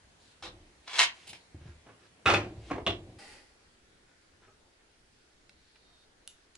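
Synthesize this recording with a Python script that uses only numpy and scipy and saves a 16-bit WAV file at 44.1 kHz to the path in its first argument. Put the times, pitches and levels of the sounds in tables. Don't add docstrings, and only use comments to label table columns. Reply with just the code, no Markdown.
import sys
import numpy as np
from scipy import signal
from scipy.fft import rfft, irfft, next_fast_len
from scipy.io import wavfile
from scipy.ndimage import uniform_filter1d

SR = 44100
rng = np.random.default_rng(int(sys.argv[2]) if len(sys.argv) > 2 else 0)


def natural_amplitude(level_db):
    exponent = np.asarray(level_db, float) / 20
    return 10 ** exponent


def store_wav(level_fs):
    pcm = np.round(np.clip(np.atleast_2d(level_fs), -1, 1) * 32767)
    wavfile.write(sys.argv[1], SR, pcm.T.astype(np.int16))


N = 289737
CUT_S = 3.185

# (f/Hz, width/Hz, level/dB)
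FLOOR_BODY = ([(15, -51), (25, -38), (91, 5), (226, -8.5), (350, -27), (681, -16), (1200, -18),
               (1900, -88)], [(76, 8.9, 5.5), (110.7, 6.1, 1.5), (159, 21, -3.5), (355, 29, -9)])
# (f/Hz, width/Hz, level/dB)
BUMPED_BODY = ([(180, -20.5), (300, -3), (740, -10), (999, -2), (1120, -14), (1320, -2), (6000, -16.5),
                (9000, -73.5)], [(840, 63, -18), (1300, 35, -7)])
# (f/Hz, width/Hz, level/dB)
CLAMP_BODY = ([(200, -39.5), (800, -8), (1370, -8), (2830, -3.5), (7140, -14.5), (11000, -22)],
               [(1010, 76, -4), (1909, 180, -2), (2230, 24, -4), (2720, 57, 0.5), (3000, 88, -8.5),
               (4030, 95, -5), (4460, 75, -10), (5230, 43, -15.5), (5870, 96, -13.5), (7600, 39, -13)])
# (f/Hz, width/Hz, level/dB)
FACE_BODY = ([(880, -45), (1500, -8), (1860, -1), (4590, 0), (10000, -7)], [(3970, 71, 2.4),
              (4430, 44, 2.5)])


def evened(x):
    return x / np.sqrt(np.mean(x ** 2) + 1e-20)


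def read(points, hz):
    f, value = np.transpose(points)
    return np.interp(np.log(hz + 1), np.log(f + 1), value)


def add(mix, s, sound):
    part = mix[:, round(s * SR):][:, :sound.shape[1]]
    part += sound[:, :part.shape[1]]


def response(body, ring_db, loss=0.19):
    colour, modes = body
    hz = np.fft.rfftfreq(16384, 1 / SR)
    power = natural_amplitude(read(colour, hz)) ** 2
    for f, width, db in modes:
        offset = 2 * (hz - f) / max(width, loss * f)
        power = power + natural_amplitude(db + ring_db) ** 2 / (1 + offset ** 2) ** 1.6
    log_gain = np.log(power + 1e-12) / 2
    mirrored = np.r_[log_gain, log_gain[-2:0:-1]]
    phase = -signal.hilbert(mirrored).imag[:len(hz)]
    taps = irfft(np.exp(log_gain + 1j * phase))[:8000]
    return taps / np.linalg.norm(taps)


def contacts(count, per_s, spread_db, grit):
    chance, size = rng.random(count), rng.exponential(1, count)
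    sign, noise = np.sign(rng.random(count) - 0.5), rng.standard_normal(count)
    clicks = (chance < per_s / SR) * natural_amplitude(spread_db * np.minimum(size, 3)) * sign
    return evened(evened(clicks) + grit * noise)


def knocks(events, body, ring_db, per_s, blow, grit, contact_ms, soften=0.091, pan_db=0, wander_db=0,
           lag_samples=0, loss=0.084, rise_ms=0.029, detune=0):
    taps = response(body, ring_db, loss)
    out = np.zeros((2, N))
    t = np.arange(13000) / SR
    hardest_db = max(row[1] for row in events)
    for s, db, t60 in events:
        fade = natural_amplitude(-60 * t / np.clip(t60, 0.003, 0.3))
        fade *= np.minimum(1000 * t / max(rise_ms, 0.01), 1)
        drive = contacts(len(t), per_s, 1.4, grit) * fade
        drive *= np.linalg.norm(fade) / np.linalg.norm(drive)
        drive[0] += blow
        touch_ms = max(contact_ms, 0.01) * natural_amplitude(soften * (hardest_db - db))
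        touch = signal.butter(2, min(500 / touch_ms, SR / 2.2), fs=SR)
        drive = signal.lfilter(*touch, drive)
        corner = rng.standard_normal()
        at = np.arange(len(taps))
        ring = np.interp(at * (1 + detune * corner), at, taps)
        sound = signal.fftconvolve(drive, ring) * natural_amplitude(db - 9.5)
        side_db = pan_db + wander_db * corner
        add(out, s, sound * evened(natural_amplitude(np.array([[side_db / 2], [-side_db / 2]]))))
    size = next_fast_len(N)
    delay = np.exp(-1j * np.pi * np.fft.rfftfreq(size) * lag_samples)
    return irfft(rfft(out, size) * [delay, 1 / delay], size)[:, :N]


def pressure(strokes):
    t = np.arange(N) / SR
    total = np.zeros(N)
    for s, db, rise, hold, fall in strokes:
        ahead = np.maximum(s - t, 0) / max(rise, 0.001)
        past = np.maximum(t - s - hold, 0) / max(fall, 0.001)
        total += natural_amplitude(db - 30 * (ahead + past))
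    return total


def rubbing(strokes, body, ring_db, per_s, grit, spread_db=9.5, loss=0.19):
    drive = contacts(N, per_s, spread_db, grit) * pressure(strokes)
    return np.tile(signal.oaconvolve(drive, response(body, ring_db, loss))[:N], (2, 1))


def shop(x, wet_db):
    # f/Hz, t60/s
    decay = [(100, 0.57), (500, 0.26), (2000, 0.22), (5000, 0.18), (10000, 0.12)]
    taps = np.zeros((2, SR // 2))
    at = np.arange(60, SR // 2 - 20, 20)
    at = at + rng.integers(0, 20, (2, len(at)))
    np.put_along_axis(taps, at, rng.choice([-1., 1.], at.shape), 1)
    hz, t, z = signal.stft(taps, SR, nperseg=256)
    tail = signal.istft(z * natural_amplitude(-60 * t / read(decay, hz)[:, None]), SR, nperseg=256)[1]
    tail = tail / np.linalg.norm(tail[0])
    wet = natural_amplitude(wet_db) * signal.fftconvolve(x, tail, axes=1)[:, :N]
    side = 0
    for part, edge_hz, db in ((x, 1300, -0.5), (wet, 1500, 3.5)):
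        high = signal.butter(1, edge_hz, "high", fs=SR)
        side = side + natural_amplitude(db) * signal.lfilter(*high, part[0] - part[1]) / 2
    return (x + wet).mean(0) + np.array([side, -side])


def hush(colour, db):
    # f/Hz, correlation/1
    likeness = [(60, 0.94), (170, 0.89), (480, 0.31), (1360, -0.01), (3860, -0.0052), (10900, -0.13)]
    frames, hz = N // 256 + 5, np.fft.rfftfreq(1024, 1 / SR)
    a, b, c, d, patches = rng.standard_normal((frames, 513, 5)).T
    patches = evened(uniform_filter1d(uniform_filter1d(patches, 12, 0), 20, 1))
    same = np.clip(read(likeness, hz), -1, 1)[:, None]
    left = a + 1j * b
    z = np.array([left, same * left + np.sqrt(1 - same ** 2) * (c + 1j * d)])
    z *= natural_amplitude(read(colour, hz)[:, None] + 1.3 * patches)
    return natural_amplitude(db) * evened(signal.istft(z, nperseg=1024, noverlap=768)[1][:, :N])


def hush_before():
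    # f/Hz, level/dB per Hz
    colour_before = [(35, -25.5), (60, -3), (196, -9.5), (394, -9), (1280, -16), (1600, -14), (3440, -18),
                     (10500, -26), (11200, -33.5)]
    return hush(colour_before, -62.5)


def hush_after():
    # f/Hz, level/dB per Hz
    colour_after = [(20, -2.5), (69, -4), (115, -14.5), (398, -9), (577, -14), (1150, -18), (1460, -13.5),
                    (2750, -19), (4670, -20), (11200, -29)]
    stir_db = 4 * np.exp(-abs(np.arange(N) / SR - CUT_S) / 0.5)
    return hush(colour_after, -64.5) * natural_amplitude(stir_db)


def tripod_sway():
    # t/s, level/dB, rise/s, hold/s, fall/s
    sways = [
        (0.001, -64.5, 0.11, 0.026, 0.31),
        (0.51, -59, 0.23, 0.028, 0.79),
        (1.61, -62, 0.19, 0.093, 0.28),
        (2.31, -62, 0.063, 0.34, 0.68),
        (2.76, -52.5, 0.49, 0.036, 1),
    ]
    # (f/Hz, width/Hz, level/dB)
    tripod = ([(12, -19.5), (30, -1), (60, 1), (85, -1), (150, -34), (400, -81)], [(48, 18, -1.5)])
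    return rubbing(sways, tripod, ring_db=-5.5, per_s=570, grit=2.7)


def footsteps():
    # t/s, level/dB, t60/s
    soles = [
        (1.546, -36.5, 0.24),
        (1.612, -42, 0.061),
        (1.635, -48, 0.073),
        (1.656, -34, 0.083),
        (1.689, -38, 0.14),
        (1.746, -55, 0.12),
    ]
    # t/s, level/dB, t60/s
    heels = [
        (1.545, -39, 0.052),
        (1.575, -46, 0.095),
    ]
    # (f/Hz, width/Hz, level/dB)
    heel_body = ([(30, -31), (90, 0), (250, -4), (380, -7), (600, -29), (1500, -63)], [(286, 56, 2.4)])
    steps = knocks(soles, FLOOR_BODY, ring_db=6.0, per_s=200, blow=20, grit=0.32, contact_ms=0.99)
    return steps + knocks(heels, heel_body, ring_db=1.5, per_s=360, blow=12.0, grit=0.39, contact_ms=1.36)


def shoe_scuffs():
    # t/s, level/dB, rise/s, hold/s, fall/s
    scuffs = [
        (1.66, -64, 0.23, 0.017, 0.2),
        (2.034, -67, 0.2, 0.032, 0.042),
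    ]
    return rubbing(scuffs, BUMPED_BODY, ring_db=-11, per_s=3000, grit=0.56)


def weight_shifts():
    # t/s, level/dB, rise/s, hold/s, fall/s
    shifts = [
        (4.3, -72, 0.15, 0.011, 0.11),
        (4.43, -70, 0.11, 0.13, 0.084),
    ]
    return rubbing(shifts, FLOOR_BODY, ring_db=3, per_s=220, grit=0.35)


def bench_frame():
    # t/s, level/dB, t60/s
    thumps = [
        (2.434, -15, 0.04),
        (2.5, -27.5, 0.1),
        (2.57, -29.5, 0.13),
        (2.8, -32, 0.19),
        (2.94, -17, 0.038),
        (2.998, -31, 0.27),
        (3.089, -25.5, 0.04),
        (3.15, -36, 0.094),
    ]
    # t/s, level/dB, rise/s, hold/s, fall/s
    shakes = [
        (0.44, -55, 0.02, 0.077, 0.39),
        (1.3, -62.5, 0.15, 0.047, 0.13),
        (1.872, -64.5, 0.028, 0.0054, 1),
        (2.26, -32.5, 0.0093, 0.12, 0.15),
        (2.4, -46, 0.028, 0.033, 0.63),
        (2.72, -44, 0.067, 0.072, 0.15),
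        (2.868, -32.5, 0.014, 0.014, 0.091),
        (2.93, -50, 0.069, 0.047, 0.89),
    ]
    # (f/Hz, width/Hz, level/dB)
    bench_body = ([(35, -32.5), (60, -5.5), (103, 2.5), (162, -10.5), (334, -3), (518, -8.5), (709, -13.5),
                   (1200, -24), (1900, -78)], [(107, 15, -0.5), (186, 25, -9.5), (310, 21, -5.5),
                   (349.5, 15, -2), (570, 9.7, -15.5), (657, 30, -16.5), (743, 35, -17.5)])
    thuds = knocks(thumps, bench_body, ring_db=4.0, per_s=1100, blow=7.2, grit=0.7, contact_ms=3.2)
    return thuds + rubbing(shakes, bench_body, ring_db=7.5, per_s=1600, grit=1.3, spread_db=4.5, loss=0.07)


def block_knock():
    # t/s, level/dB, t60/s
    block_blows = [
        (0.4245, -31, 0.084),
        (0.435, -27.5, 0.031),
        (0.4385, -31, 0.05),
        (0.445, -35, 0.063),
        (0.451, -32, 0.089),
        (0.459, -37, 0.06),
        (0.4635, -38, 0.046),
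        (0.469, -35, 0.019),
        (0.476, -38, 0.097),
    ]
    # (f/Hz, width/Hz, level/dB)
    block = ([(100, -4.5), (429, -8), (715, -0.5), (870, 3.5), (2070, -1), (3960, -1), (11000, -20)],
              [(500, 26, 10), (857, 79, 7), (1250, 81, 3.5), (2240, 60, -10), (3200, 90, -2),
              (3590, 120, 2), (3930, 150, 5.5), (5350, 120, -6.5)])
    return knocks(block_blows, block, loss=0.048, ring_db=4.5, detune=0.006, rise_ms=0.35, per_s=3200,
                  blow=2.2, grit=0.85, contact_ms=0.022, soften=0.3, pan_db=-0.5, lag_samples=-0.9)


def clamp_skid():
    # t/s, level/dB, t60/s
    hops = [
        (0.866, -45.5, 0.06),
        (0.8745, -28.5, 0.019),
        (0.8775, -25, 0.03),
        (0.893, -33, 0.14),
        (0.91, -35, 0.17),
        (0.931, -27, 0.084),
        (0.938, -27.5, 0.13),
        (0.954, -26.5, 0.18),
        (0.9745, -23.5, 0.067),
    ]
    # (f/Hz, width/Hz, level/dB)
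    skid_body = ([(200, -29), (600, -8.5), (1000, -4), (1500, -8), (2300, -5), (4200, -7), (7140, -16.5),
                  (11000, -22.5)], [(1000, 81, -0.5), (1730, 120, -3.5), (2300, 100, 0), (3356, 60, 1),
                  (4050, 120, -4.5), (4760, 80, -8), (5557, 80, -10.5)])
    return knocks(hops, skid_body, loss=0.04, ring_db=1.5, detune=0.013, rise_ms=1.5, per_s=4000,
                  blow=1.2, grit=1.0, contact_ms=0.068, soften=0.15, pan_db=2.0, lag_samples=-2.5)


def clamp_drag():
    # t/s, level/dB, rise/s, hold/s, fall/s
    drags = [
        (0.878, -59, 0.02, 0.03, 0.2),
        (0.98, -37, 0.12, 0.0046, 0.013),
        (1.15, -61, 0.078, 0.15, 0.05),
        (2.694, -58, 0.29, 0.0047, 0.036),
    ]
    return rubbing(drags, CLAMP_BODY, ring_db=-9.5, per_s=9600, grit=0.98)


def clamp_landing():
    # t/s, level/dB, t60/s
    clamp_blows = [(0.9845, -13, 0.03), (0.9875, -10, 0.025), (0.9918, -0.5, 0.016), (0.998, -4.5, 0.025),
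                   (1.001, -6, 0.025), (1.009, -7, 0.018), (1.0125, -10, 0.02), (1.0168, -6.5, 0.028),
                   (1.024, -10.5, 0.016), (1.029, -10.5, 0.037), (1.0355, -13.5, 0.045),
                   (1.04, -21.5, 0.04), (1.046, -18, 0.021), (1.053, -30.5, 0.044), (1.066, -43, 0.023)]
    return knocks(clamp_blows, CLAMP_BODY, loss=0.066, ring_db=2.5, detune=0.037, rise_ms=0.15, per_s=2700,
                  blow=1.7, grit=0.78, contact_ms=0.023, soften=0.32, pan_db=0.5, lag_samples=-1.67)


def clamp_closing():
    # t/s, level/dB, t60/s
    jaw_blows = [
        (1.271, -27, 0.025),
        (1.2755, -23.5, 0.033),
        (1.2828, -39, 0.033),
        (1.2915, -24.5, 0.068),
        (1.2995, -27, 0.04),
        (1.305, -29, 0.024),
    ]
    # (f/Hz, width/Hz, level/dB)
    jaw_body = ([(800, -12), (1700, -23), (2300, -9), (3050, -1.5), (4480, -7), (5500, -13.5),
                 (11000, 0.5)], [(2900, 150, -2), (3350, 150, -1), (4200, 120, -10), (5000, 60, 0)])
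    # t/s, level/dB, t60/s
    snaps = [
        (1.33, -33.5, 0.025),
        (1.3328, -29.5, 0.018),
        (1.338, -41.5, 0.042),
        (1.343, -45, 0.034),
        (1.349, -38.5, 0.081),
    ]
    # (f/Hz, width/Hz, level/dB)
    snap_body = ([(200, -8), (900, -7), (1500, -10), (2500, 1.5), (4000, -5.5), (6000, -14), (11000, -9)],
                  [(960, 180, 4.5), (2300, 200, -5), (3300, 250, -2), (5200, 250, -5)])
    jaws = knocks(jaw_blows, jaw_body, ring_db=-7.0, per_s=2300, blow=1.5, grit=0.87, contact_ms=0.067,
                  pan_db=0.5, lag_samples=-1.84)
    return jaws + knocks(snaps, snap_body, ring_db=-0.5, per_s=2200, blow=1.7, grit=0.78, contact_ms=0.047,
                         pan_db=1.0, lag_samples=-1.5)


def board_drop():
    # t/s, level/dB, t60/s
    board_blows = [(2.257, -13, 0.02), (2.2602, -6.5, 0.04), (2.266, -8.5, 0.032), (2.2725, -7.5, 0.018),
                   (2.279, -4, 0.022), (2.2835, -8, 0.02), (2.2865, -11, 0.017), (2.2975, -13, 0.013),
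                   (2.3008, -6, 0.024), (2.306, -18, 0.033), (2.3155, -19, 0.025), (2.3215, -15.5, 0.021),
                   (2.327, -15.5, 0.033), (2.3415, -11, 0.013), (2.3442, -4.5, 0.013),
                   (2.3565, -13.5, 0.016)]
    # (f/Hz, width/Hz, level/dB)
    board = ([(59, -45.5), (100, -9), (1120, -5), (2150, -5), (4300, -17.5), (11000, -29.5)],
              [(434, 54, -2.5), (786, 19.1, 4.5), (1248, 41, 5), (1337, 83, 1.5), (1720, 56, -7.5),
              (1830, 41, -14.5), (2530, 106, 2.5), (2596, 150, -3), (2798, 85, -6.5), (3440, 67, -10.5),
              (3704, 110, -9), (5053, 77, -21.5)])
    # t/s, level/dB, t60/s
    settling = [(2.289, -13.5, 0.3), (2.31, -19.5, 0.27), (2.337, -8.5, 0.038), (2.348, -16, 0.065),
                (2.367, -16, 0.023), (2.373, -16, 0.027), (2.381, -33, 0.036), (2.387, -24.5, 0.043),
                (2.399, -32, 0.057), (2.404, -36, 0.04), (2.411, -32, 0.051), (2.439, -41, 0.43)]
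    # (f/Hz, width/Hz, level/dB)
    lying_board = ([(59, -13), (100, -11.5), (145, -14), (388, -4), (564, -2.5), (923, -5.5), (2670, -11.5),
                    (11000, -32)], [(355, 15, 4), (558, 16, 5), (1193, 59, -12), (1790, 120, -13.5),
                    (2448, 100, -2.5), (2700, 60, -8)])
    drop = knocks(board_blows, board, loss=0.016, ring_db=7.5, detune=0.003, rise_ms=0.41, per_s=2800,
                  blow=4, grit=0.94, contact_ms=0.046, pan_db=-6.0, wander_db=5, lag_samples=1.4)
    return drop + knocks(settling, lying_board, loss=0.026, ring_db=-1.5, detune=0.011, rise_ms=1.5,
                         per_s=1400, blow=3.4, grit=0.58, contact_ms=0.045, pan_db=-4.5, wander_db=7,
                         lag_samples=2.1)


def offcut_drop():
    # t/s, level/dB, t60/s
    offcut_blows = [(1.864, -43, 0.067), (1.868, -40.5, 0.095), (1.889, -39.5, 0.16), (2.703, -27, 0.036),
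                    (2.7102, -21, 0.025), (2.7132, -19, 0.024), (2.717, -18, 0.023), (2.7225, -36.5, 0.069),
                    (2.7295, -23, 0.036), (2.735, -26.5, 0.055), (2.7425, -28.5, 0.078)]
    # (f/Hz, width/Hz, level/dB)
    offcut = ([(60, -35), (120, -5), (250, 0.5), (500, -1), (1200, -6), (2200, -10.5), (3200, -18.5),
               (4200, -25), (11000, -22)], [(205.5, 38, -8), (283, 40, 3.5), (347, 34, -2.5),
               (569.4, 18, -5.5), (1080, 51, -5.5), (1207, 43, -10.5), (1640, 79, -17), (2540, 90, -16)])
    # t/s, level/dB, t60/s
    flops = [
        (2.7535, -31, 0.034),
        (2.7585, -25, 0.053),
        (2.7705, -31, 0.055),
        (2.779, -25.5, 0.065),
        (2.7875, -35, 0.057),
        (2.798, -34, 0.07),
        (2.81, -41, 0.084),
    ]
    # (f/Hz, width/Hz, level/dB)
    flat_offcut = ([(60, -20), (120, -18), (220, -24), (400, 0.5), (900, -1.5), (1300, -14), (2200, -17),
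                    (4200, -23), (11000, -23)], [(330, 37, -6), (860, 60, -7), (1230, 80, -11),
                    (2100, 120, -15)])
    drop = knocks(offcut_blows, offcut, loss=0.053, ring_db=5.5, detune=0.026, rise_ms=0.46, per_s=2200,
                  blow=6.6, grit=1.0, contact_ms=0.1, soften=0.081, pan_db=-5.0, lag_samples=2.1)
    return drop + knocks(flops, flat_offcut, ring_db=5.0, detune=0.02, rise_ms=2.5, per_s=5200, blow=0.8,
                         grit=1.0, contact_ms=0.15, lag_samples=0.96)


def handle_drop():
    # t/s, level/dB, t60/s
    handle_blows = [
        (2.8652, -11, 0.013),
        (2.8692, -9.5, 0.023),
        (2.877, -12, 0.032),
        (2.8855, -25, 0.03),
        (2.8895, -22, 0.038),
        (2.901, -22.5, 0.053),
        (2.907, -21, 0.022),
        (2.9135, -35, 0.047),
        (2.9215, -31.5, 0.11),
    ]
    # (f/Hz, width/Hz, level/dB)
    handle = ([(59, -21), (100, -9), (157, -7.5), (388, 1.5), (482, -15), (729, -6), (1040, -5.5),
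               (3380, -8), (11000, -33.5)], [(344, 17, 7.5), (397.5, 23, 8.5), (667, 33, 8.5), (706, 22, 1),
               (2590, 90, -5.5), (2840, 99, 2.5), (3170, 90, -9), (3470, 230, 4), (4040, 160, -5.5),
               (5400, 220, -15)])
    return knocks(handle_blows, handle, loss=0.051, ring_db=2.5, detune=0.039, rise_ms=0.25, per_s=2600,
                  blow=2.3, grit=0.56, contact_ms=0.026, pan_db=-2.5, wander_db=3.0, lag_samples=2.0)


def bench_bumps():
    # t/s, level/dB, t60/s
    bumps = [
        (4.084, -55.5, 0.089),
        (4.109, -54.5, 0.12),
        (4.42, -51, 0.068),
        (4.431, -48, 0.075),
        (4.451, -51, 0.072),
    ]
    # t/s, level/dB, t60/s
    nudges = [
        (4.472, -53, 0.045),
        (4.48, -44.5, 0.047),
        (4.493, -50, 0.11),
    ]
    # (f/Hz, width/Hz, level/dB)
    nudged_body = ([(180, -24), (400, -1), (1100, -14), (2500, -15), (6000, -35), (9000, -61)],
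                    [(620, 29, 1), (856, 58, -9), (1280, 28, 0.5), (2470, 83, -15)])
    bumped = knocks(bumps, BUMPED_BODY, ring_db=-3.5, per_s=1400, blow=0.38, grit=0.8, contact_ms=0.18,
                    lag_samples=1.36)
    return bumped + knocks(nudges, nudged_body, loss=0.041, ring_db=3, per_s=3000, blow=1.6, grit=0.68,
                           contact_ms=0.18, lag_samples=1.4)


def finger_strokes():
    # t/s, level/dB, rise/s, hold/s, fall/s
    brushes = [
        (0.21, -74, 0.038, 0.11, 0.03),
        (1.37, -76, 0.05, 0.037, 0.33),
    ]
    return rubbing(brushes, FACE_BODY, ring_db=4.0, per_s=3600, grit=0.74)


def slab_slide():
    # t/s, level/dB, rise/s, hold/s, fall/s
    slides = [
        (3.186, -68, 0.00091, 0.0043, 0.072),
        (3.187, -61.5, 0.0014, 0.14, 0.29),
    ]
    # (f/Hz, width/Hz, level/dB)
    sliding_body = ([(120, -30.5), (200, 1.5), (556, -1), (832, -7), (1090, -6.5), (1960, 0.5), (2390, -7),
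                     (11000, -11.5)], [(547, 140, -2), (823, 62, -2.5), (2000, 280, -4), (2670, 270, -8),
                     (4710, 670, -8), (8600, 600, -19.5)])
    return rubbing(slides, sliding_body, ring_db=8.0, per_s=3700, grit=1.8)


def slab_faces():
    # t/s, level/dB, rise/s, hold/s, fall/s
    face_strokes = [
        (5.21, -90, 0.051, 0.4, 0.12),
        (5.64, -82, 0.24, 0.406, 0.054),
    ]
    # t/s, f/Hz, level/dB, hold/s
    squeaks = [
        (5.72, 4430, -88, 0.3),
        (5.87, 3700, -82, 0.17),
    ]
    waver, flicker = (evened(row) for row in uniform_filter1d(rng.standard_normal((2, N)), 1500))
    tones = np.zeros(N)
    for s, hz, db, hold in squeaks:
        phase = 2 * np.pi * np.cumsum(hz * (1 + 0.00105 * waver)) / SR
        tones += np.sin(phase) * pressure([(s, db, 0.12, hold, 0.055)])
    rub = rubbing(face_strokes, FACE_BODY, ring_db=9.0, per_s=1500, grit=1.0)
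    return rub + np.tile(tones * natural_amplitude(2.6 * flicker), (2, 1))


def slab_ticks():
    # t/s, level/dB, t60/s
    touches = [
        (5.4945, -34.5, 0.012),
        (5.7584, -40, 0.03),
    ]
    # (f/Hz, width/Hz, level/dB)
    touched_body = ([(800, -10.5), (2200, -4), (3710, -4), (4830, -1), (6720, -16.5), (11000, -8)],
                     [(1500, 135, 0.5), (2294, 200, 1.5), (2710, 164, 2)])
    # t/s, level/dB, t60/s
    ticks = [
        (6.2762, -22.5, 0.007),
        (6.2825, -53, 0.05),
        (6.292, -45, 0.22),
    ]
    # (f/Hz, width/Hz, level/dB)
    slabs = ([(500, -31), (1390, -14), (2180, -17.5), (2870, -7), (5400, -6.5), (7370, -0.5), (8280, -13),
              (11000, -4.5)], [(1450, 110, -5), (2910, 320, 5.5), (3650, 460, 6), (5870, 220, -3),
              (6800, 400, -9), (7600, 450, -1), (10200, 430, 2)])
    # t/s, level/dB, t60/s
    clinks = [
        (6.552, -39, 0.01),
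        (6.5535, -40.5, 0.0091),
        (6.555, -31.5, 0.005),
    ]
    # (f/Hz, width/Hz, level/dB)
    edge_body = ([(800, -20), (2000, -10.5), (5000, -11), (8500, -12), (11000, -16.5)], [(2400, 210, -3),
                  (4700, 250, -11.5), (7230, 1300, 3), (10900, 330, -5)])
    sound = knocks(touches, touched_body, ring_db=3.5, per_s=3080, blow=4.2, grit=0.32, contact_ms=0.063,
                   soften=1.4, pan_db=-4.0, lag_samples=0.67)
    sound += knocks(ticks, slabs, loss=0.04, ring_db=-1.0, per_s=4300, blow=5.1, grit=0.56,
                    contact_ms=0.024, soften=0.089, pan_db=-2.0, lag_samples=0.8)
    sound += knocks(clinks, edge_body, ring_db=-2.5, per_s=9000, blow=2.0, grit=0.8, contact_ms=0.05,
                    pan_db=-1.5, lag_samples=0.9)
    return sound


def scene():
    clamp_side = block_knock() + clamp_skid() + clamp_landing() + clamp_closing()
    clamp_side += clamp_drag() + shoe_scuffs()
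    board_side = board_drop() + offcut_drop() + handle_drop()
    shaking = bench_frame() + footsteps() + tripod_sway()
    first = shop(clamp_side, wet_db=-3.5) + shop(board_side, wet_db=-6.0) + shaking + hush_before()

    close = slab_ticks() + bench_bumps()
    second = shop(close, wet_db=-9) + hush_after() + weight_shifts()

    strokes = slab_slide() + finger_strokes() + slab_faces()
    before = np.arange(N) < CUT_S * SR
    return np.where(before, first, second) + natural_amplitude(6.5) * shop(strokes, wet_db=-1.5)


def low_pass(x):
    return signal.sosfilt(signal.butter(12, 11520, fs=SR, output="sos"), x)


def record(dry):
    edge = signal.firwin(1023, 11150, window=("kaiser", 9), fs=SR)
    mix = signal.oaconvolve(dry, edge[None], "same")
    return low_pass(mix)


dry = scene()
out = record(dry)
store_wav(out)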